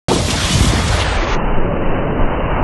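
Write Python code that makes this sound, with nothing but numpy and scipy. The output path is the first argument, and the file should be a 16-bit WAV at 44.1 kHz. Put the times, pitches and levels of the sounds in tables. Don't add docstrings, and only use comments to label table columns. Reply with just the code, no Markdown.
import sys
import numpy as np
from scipy import signal
from scipy.fft import rfft, irfft, next_fast_len
from scipy.io import wavfile
from scipy.ndimage import uniform_filter1d, map_coordinates

SR = 44100
rng = np.random.default_rng(int(sys.argv[2]) if len(sys.argv) > 2 else 0)


def boost(x):
    u = np.asarray(x, float) / 20
    return 10 ** u


def bounce(signal):
    frames = np.transpose(np.atleast_2d(signal))
    limited = np.clip(frames, -1, 1)
    pcm = np.round(limited * 32767).astype(np.int16)
    wavfile.write(sys.argv[1], SR, pcm)


N = 115983
PAD = next_fast_len(N)
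HZ = np.arange(PAD // 2 + 1) * SR / PAD

# (from [s], speed [x real time])
PLAYBACK_SPEEDS = [
    (0, 1.0),
    (.958, .953),
    (1.039, .78),
    (1.169, .585),
    (1.350, .259),
]
# (time [s], roar level [dB], jet level [dB], spray level [dB], sheen of the spray [dB])
FLAME_EFFORT = [(.085, -21, -25.5, -20.5, -2.5), (.14, -21.5, -26.5, -24, 1.5),
                (.24, -27.5, -28, -27.5, 5.5), (.31, -28.5, -25, -24, 2), (.47, -27.5, -22.5, -20, -1),
                (.57, -26, -26, -23.5, 3), (.68, -28, -25, -24.5, 3.5), (.75, -25.5, -21.5, -24.5, 0.5),
                (.86, -28.5, -25.5, -27, 1.5), (.97, -23, -20.5, -25.5, -1), (1.012, -23, -21, -21.5, -9.5),
                (1.045, -27, -21, -25.5, -4.5), (1.2, -26, -22, -23.5, -5), (1.36, -26.5, -21, -21.5, -6),
                (1.8, -24, -21, -26.5, -2.5), (2.2, -24, -21, -24, -5.5), (2.45, -23.5, -23, -22, -3),
                (2.63, -21, -20.5, -18, -6.5)]


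def rms_one(x):
    return x / np.sqrt(np.mean(x ** 2) + 1e-20)


def real_time():
    start_s, speed = np.transpose(PLAYBACK_SPEEDS)
    step = np.searchsorted(start_s, np.arange(N) / SR, side="right") - 1
    return np.cumsum(speed[step]) / SR


def in_time(rows):
    s, *columns = np.transpose(rows)
    t = np.arange(N) / SR
    played = np.interp(t, real_time(), t)
    return [np.interp(played, s, column) for column in columns]


def drift(rate):
    pole = np.exp(-80 * np.pi * rate / SR)
    noise = rng.standard_normal(N // 40 + 2002)
    slow = signal.lfilter([1], [1, -2 * pole, pole * pole], noise)[2000:]
    return np.interp(np.arange(N) / 40, np.arange(len(slow)), rms_one(slow))


def turbulence(colour, shared_db, shared_rate, own_db, own_rate):
    octave = np.log2(HZ + 1e-3)
    hz, db = np.transpose(colour)
    shape = boost(np.interp(octave, np.log2(hz), db, left=-200, right=-200))
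    spectrum = rfft(rng.standard_normal(PAD)) * shape
    together = shared_db * drift(shared_rate)
    out = 0
    for centre in np.arange(np.floor(np.log2(hz[0])), np.log2(hz[-1]) + .5, .5):
        share = np.cos(np.pi * np.clip(octave - centre, -.5, .5)) ** 2
        band = irfft(spectrum * share, PAD)[:N]
        out = out + band * boost(together + own_db * drift(own_rate))
    return rms_one(out)


def bursts():
    # (time [s], peak level [dB], real-time pitch [Hz], push +1 or pull -1)
    ignitions = [(0.0844, -6, 486, 1), (0.0892, -9.5, 151, -1), (0.102, -8.5, 241, 1), (0.111, -7, 458, -1),
                 (0.1184, -6, 405, 1), (0.1244, -10.5, 350, 1), (.135, -5.5, 401, 1),
                 (0.142, -9.5, 129.4, -1), (.152, -11.5, 89.8, 1), (.172, -9.5, 200, -1),
                 (.2235, -11, 90, -1), (0.254, -9.5, 90, 1), (.288, -11.5, 270, 1), (0.336, -10, 86.8, -1),
                 (.358, -11.5, 200, -1), (.448, -7.5, 65, 1), (.513, -8.5, 120, -1),
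                 (0.549, -12.5, 197.3, -1), (0.5564, -4.5, 121.7, -1), (.575, -10.5, 75, -1),
                 (0.6094, -5, 189.4, 1), (0.615, -5.5, 80.4, -1), (0.623, -10, 55, 1),
                 (0.647, -6.5, 250, 1), (0.673, -6, 130, -1), (0.687, -5, 69.6, -1), (.705, -6.5, 83.4, -1),
                 (.737, -6.5, 305.3, -1), (0.755, -11, 88.6, -1), (0.905, -5, 75, -1), (0.944, -6, 81, -1),
                 (0.995, -9, 74.5, -1), (1.086, -9, 84.5, -1), (1.168, -9, 70, -1), (1.21, -10, 55, 1),
                 (1.338, -9, 54, 1), (1.385, -16.5, 652, 1), (1.43, -12.5, 69.2, 1),
                 (1.456, -10.5, 129.7, -1), (1.547, -6, 58.7, 1), (1.587, -10, 73.6, -1),
                 (1.68, -15.5, 403, 1), (1.739, -12, 770, 1), (1.799, -13.5, 58.6, 1),
                 (1.822, -15, 400, -1), (1.897, -6, 60.63, -1), (1.97, -16, 370, 1), (2.031, -15, 69, 1),
                 (2.216, -14, 335, -1), (2.236, -3.5, 78.2, 1), (2.491, -14, 80.5, 1)]
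    length_cycles, pitch_sag, duck = 0.68, 0.36, .6
    t, clock = np.arange(N) / SR, real_time()
    swings, left = np.zeros(N), np.ones(N)
    for s, db, hz, way in ignitions:
        cycles = np.clip((t - clock[int(s * SR)]) * hz, -3, 3)
        swell = np.exp(-(cycles / length_cycles) ** 2)
        phase = 2 * np.pi * cycles * (1 - pitch_sag * cycles)
        swings += np.sign(way) * boost(db) * np.cos(phase) * swell
        left = np.minimum(left, 1 - duck * swell)
    return swings, left


def fireball():
    # (time [s], deep throb level [dB], body level [dB])
    strength = [(.085, -20, -21.5), (.2, -20, -23.5), (.45, -23, -27), (.52, -12.5, -22.5), (.62, -17, -19),
                (.7, -14, -22), (.76, -16.5, -20.5), (.88, -19.5, -21.5), (.94, -18.5, -35.5),
                (1.1, -20.5, -30.5), (1.2, -28.5, -27.5), (1.4, -21.5, -31), (1.57, -13.5, -23),
                (1.75, -27.5, -28.5), (1.92, -23, -20.5), (2.12, -24.5, -31), (2.26, -25.5, -21.5),
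                (2.62, -12, -25)]
    # (frequency [Hz], density [dB per Hz])
    throb_colour = [(18, -34.5), (34, -14), (48, -4.5), (80, 0.5), (125, -9), (180, -10.5), (260, -22)]
    # (frequency [Hz], density [dB per Hz])
    body_colour = [(90, -11.5), (140, 1.5), (230, -1.5), (320, -6), (480, -34.5)]
    throb_db, body_db = in_time(strength)
    throb = boost(throb_db) * turbulence(throb_colour, 0.33, 11, 0.34, 8.5)
    body = boost(body_db) * turbulence(body_colour, 1.2, 23, 1.0, 5.2)
    return throb + body


def flame_roar():
    # (frequency [Hz], density [dB per Hz])
    roar_colour = [(200, -15), (330, -4.5), (500, -3.5), (650, -2), (900, -20), (1500, -35)]
    roar_db = in_time(FLAME_EFFORT)[0]
    return boost(roar_db) * turbulence(roar_colour, 0.78, 30, 0.41, 4.7)


def gas_jet():
    # (frequency [Hz], density [dB per Hz])
    jet_colour = [(400, -24.5), (700, 1.5), (1000, 4), (1500, 0), (2300, 0), (3300, -24), (5000, -17)]
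    jet_db = in_time(FLAME_EFFORT)[1]
    return boost(jet_db) * turbulence(jet_colour, 0.58, 25, 0.95, 4.1)


def wind_gust():
    # (time [s], level [dB])
    strength = [
        (.085, -18),
        (.11, -13.5),
        (.135, -13),
        (.155, -22.5),
        (.2, -25),
        (.3, -50),
    ]
    # (frequency [Hz], density [dB per Hz])
    gust_colour = [(100, -16.5), (180, -11), (350, 1), (600, -2), (900, -7), (1400, -10)]
    gust_db, = in_time(strength)
    return boost(gust_db) * turbulence(gust_colour, 2.0, 45, 0.64, 30)


def surges():
    # (time [s], lift [dB], length [s])
    sheets = [
        (0.304, 3.5, 0.015),
        (0.431, 1.5, .045),
        (0.512, 2.5, .037),
        (0.65, 3, .012),
        (0.668, 1, 0.038),
        (0.877, 4, 0.014),
        (0.989, 2, 0.037),
        (1.1038, 1, 0.026),
        (1.245, -3, 0.016),
        (1.332, 0, 0.013),
    ]
    edge_s = .003
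    t, clock = np.arange(N) / SR, real_time()
    lift_db = np.zeros(N)
    for s, db, length in sheets:
        since = t - clock[int(s * SR)]
        arrive = 1 + np.tanh(since / edge_s)
        leave = 1 - np.tanh((since - length) / edge_s)
        lift_db += db / 4 * arrive * leave
    return boost(lift_db)


def sea_spray():
    # (frequency [Hz], density [dB per Hz])
    spray_colour = [(1500, -37), (2500, 0), (3500, 2.5), (4700, -1.5), (6300, -4.5), (7300, -6),
                    (9800, -10), (12000, -17.5)]
    sheen_hz = 4970
    spray_db, sheen_db = in_time(FLAME_EFFORT)[2:]
    spray = turbulence(spray_colour, .9, 31, 0.47, 19)
    dull = irfft(rfft(spray, PAD) / (1 + (HZ / sheen_hz) ** 6), PAD)[:N]
    return boost(spray_db) * surges() * (dull + boost(sheen_db) * (spray - dull))


def scene():
    swings, left = bursts()
    low = left * (fireball() + wind_gust())
    return (low + swings + flame_roar() + gas_jet() + sea_spray())[None]


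def camera(x):
    # (frequency [Hz], width [Hz], share of time [0-1])
    seams = [(4700, 70, .12), (5600, 70, .08), (7150, 70, .15), (7600, 60, .35), (8800, 150, .06),
             (9350, 70, .2), (10300, 150, .45), (10600, 130, .25), (11450, 130, .15), (11780, 100, .45)]
    seams_end_s, seam_rate = .95, 14
    low_cut = signal.butter(2, 30, "high", fs=SR, output="sos")
    x = signal.sosfilt(low_cut, x)
    f, _, cells = signal.stft(1.806 * np.tanh(x / 1.89), SR, nperseg=1024)

    streak_db, streak_from_hz, streak_late = 3.0, 770, 0.63
    streaks = uniform_filter1d(rng.standard_normal(cells.shape), size=2, axis=0)
    streaks = rms_one(uniform_filter1d(streaks, size=4, axis=1))
    late = np.arange(cells.shape[1]) * 512 > seams_end_s * SR
    rise = (f / (f + streak_from_hz))[:, None]
    gain_db = streak_db * streaks * np.where(late, streak_late, 1) * rise
    gain_db += 5.5 * np.outer(f > 10200, late)
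    x = signal.istft(cells * boost(gain_db), SR, nperseg=1024)[1][:N]

    spectrum = rfft(x, PAD)
    before_end = np.arange(N) < seams_end_s * SR
    for hz, width_hz, share in seams:
        chance = drift(seam_rate)
        dropped = chance > np.quantile(chance, 1 - share)
        empty = uniform_filter1d(1.0 * dropped * before_end, size=500)
        x = x - empty * irfft(spectrum * np.exp(-((HZ - hz) / width_hz) ** 4), PAD)[:N]
    return x


def slow_playback(x):
    bandwidth_hz, over = 11850, 5
    step_tail_s, step_tail_db = 0.037, -12
    t, clock = np.arange(N) / SR, real_time()
    fine = over * irfft(rfft(x, PAD) * (HZ < bandwidth_hz), over * PAD)
    out = np.zeros(N)
    ends = [s for s, _ in PLAYBACK_SPEEDS[1:]] + [np.inf]
    for (s, speed), end in zip(PLAYBACK_SPEEDS, ends):
        at = (clock[int(s * SR)] + speed * (t - s)) * SR * over
        stretch = map_coordinates(fine, [np.clip(at, 0, len(fine) - 1)], order=3)
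        fade = np.clip((t - s) / .004, 0, 1) ** 2 if s else 1
        left = np.clip(1 - (t - end) / .004, 0, 1)
        decay = np.clip(1 - (t - end) / step_tail_s, 0, 1)
        tail = boost(step_tail_db) * np.sin(np.pi / 2 * decay) ** 2
        out += fade * (left + (1 - left) * tail) * stretch
    return out * np.clip((t - .0842) / .0003, 0, 1)


def low_pass(x):
    return signal.sosfilt(signal.butter(12, 12050, fs=SR, output="sos"), x)


def record(dry):
    mix = slow_playback(camera(dry[0]))
    return low_pass(np.clip(mix, -1, 1)[None])


dry = scene()
out = record(dry)
bounce(out)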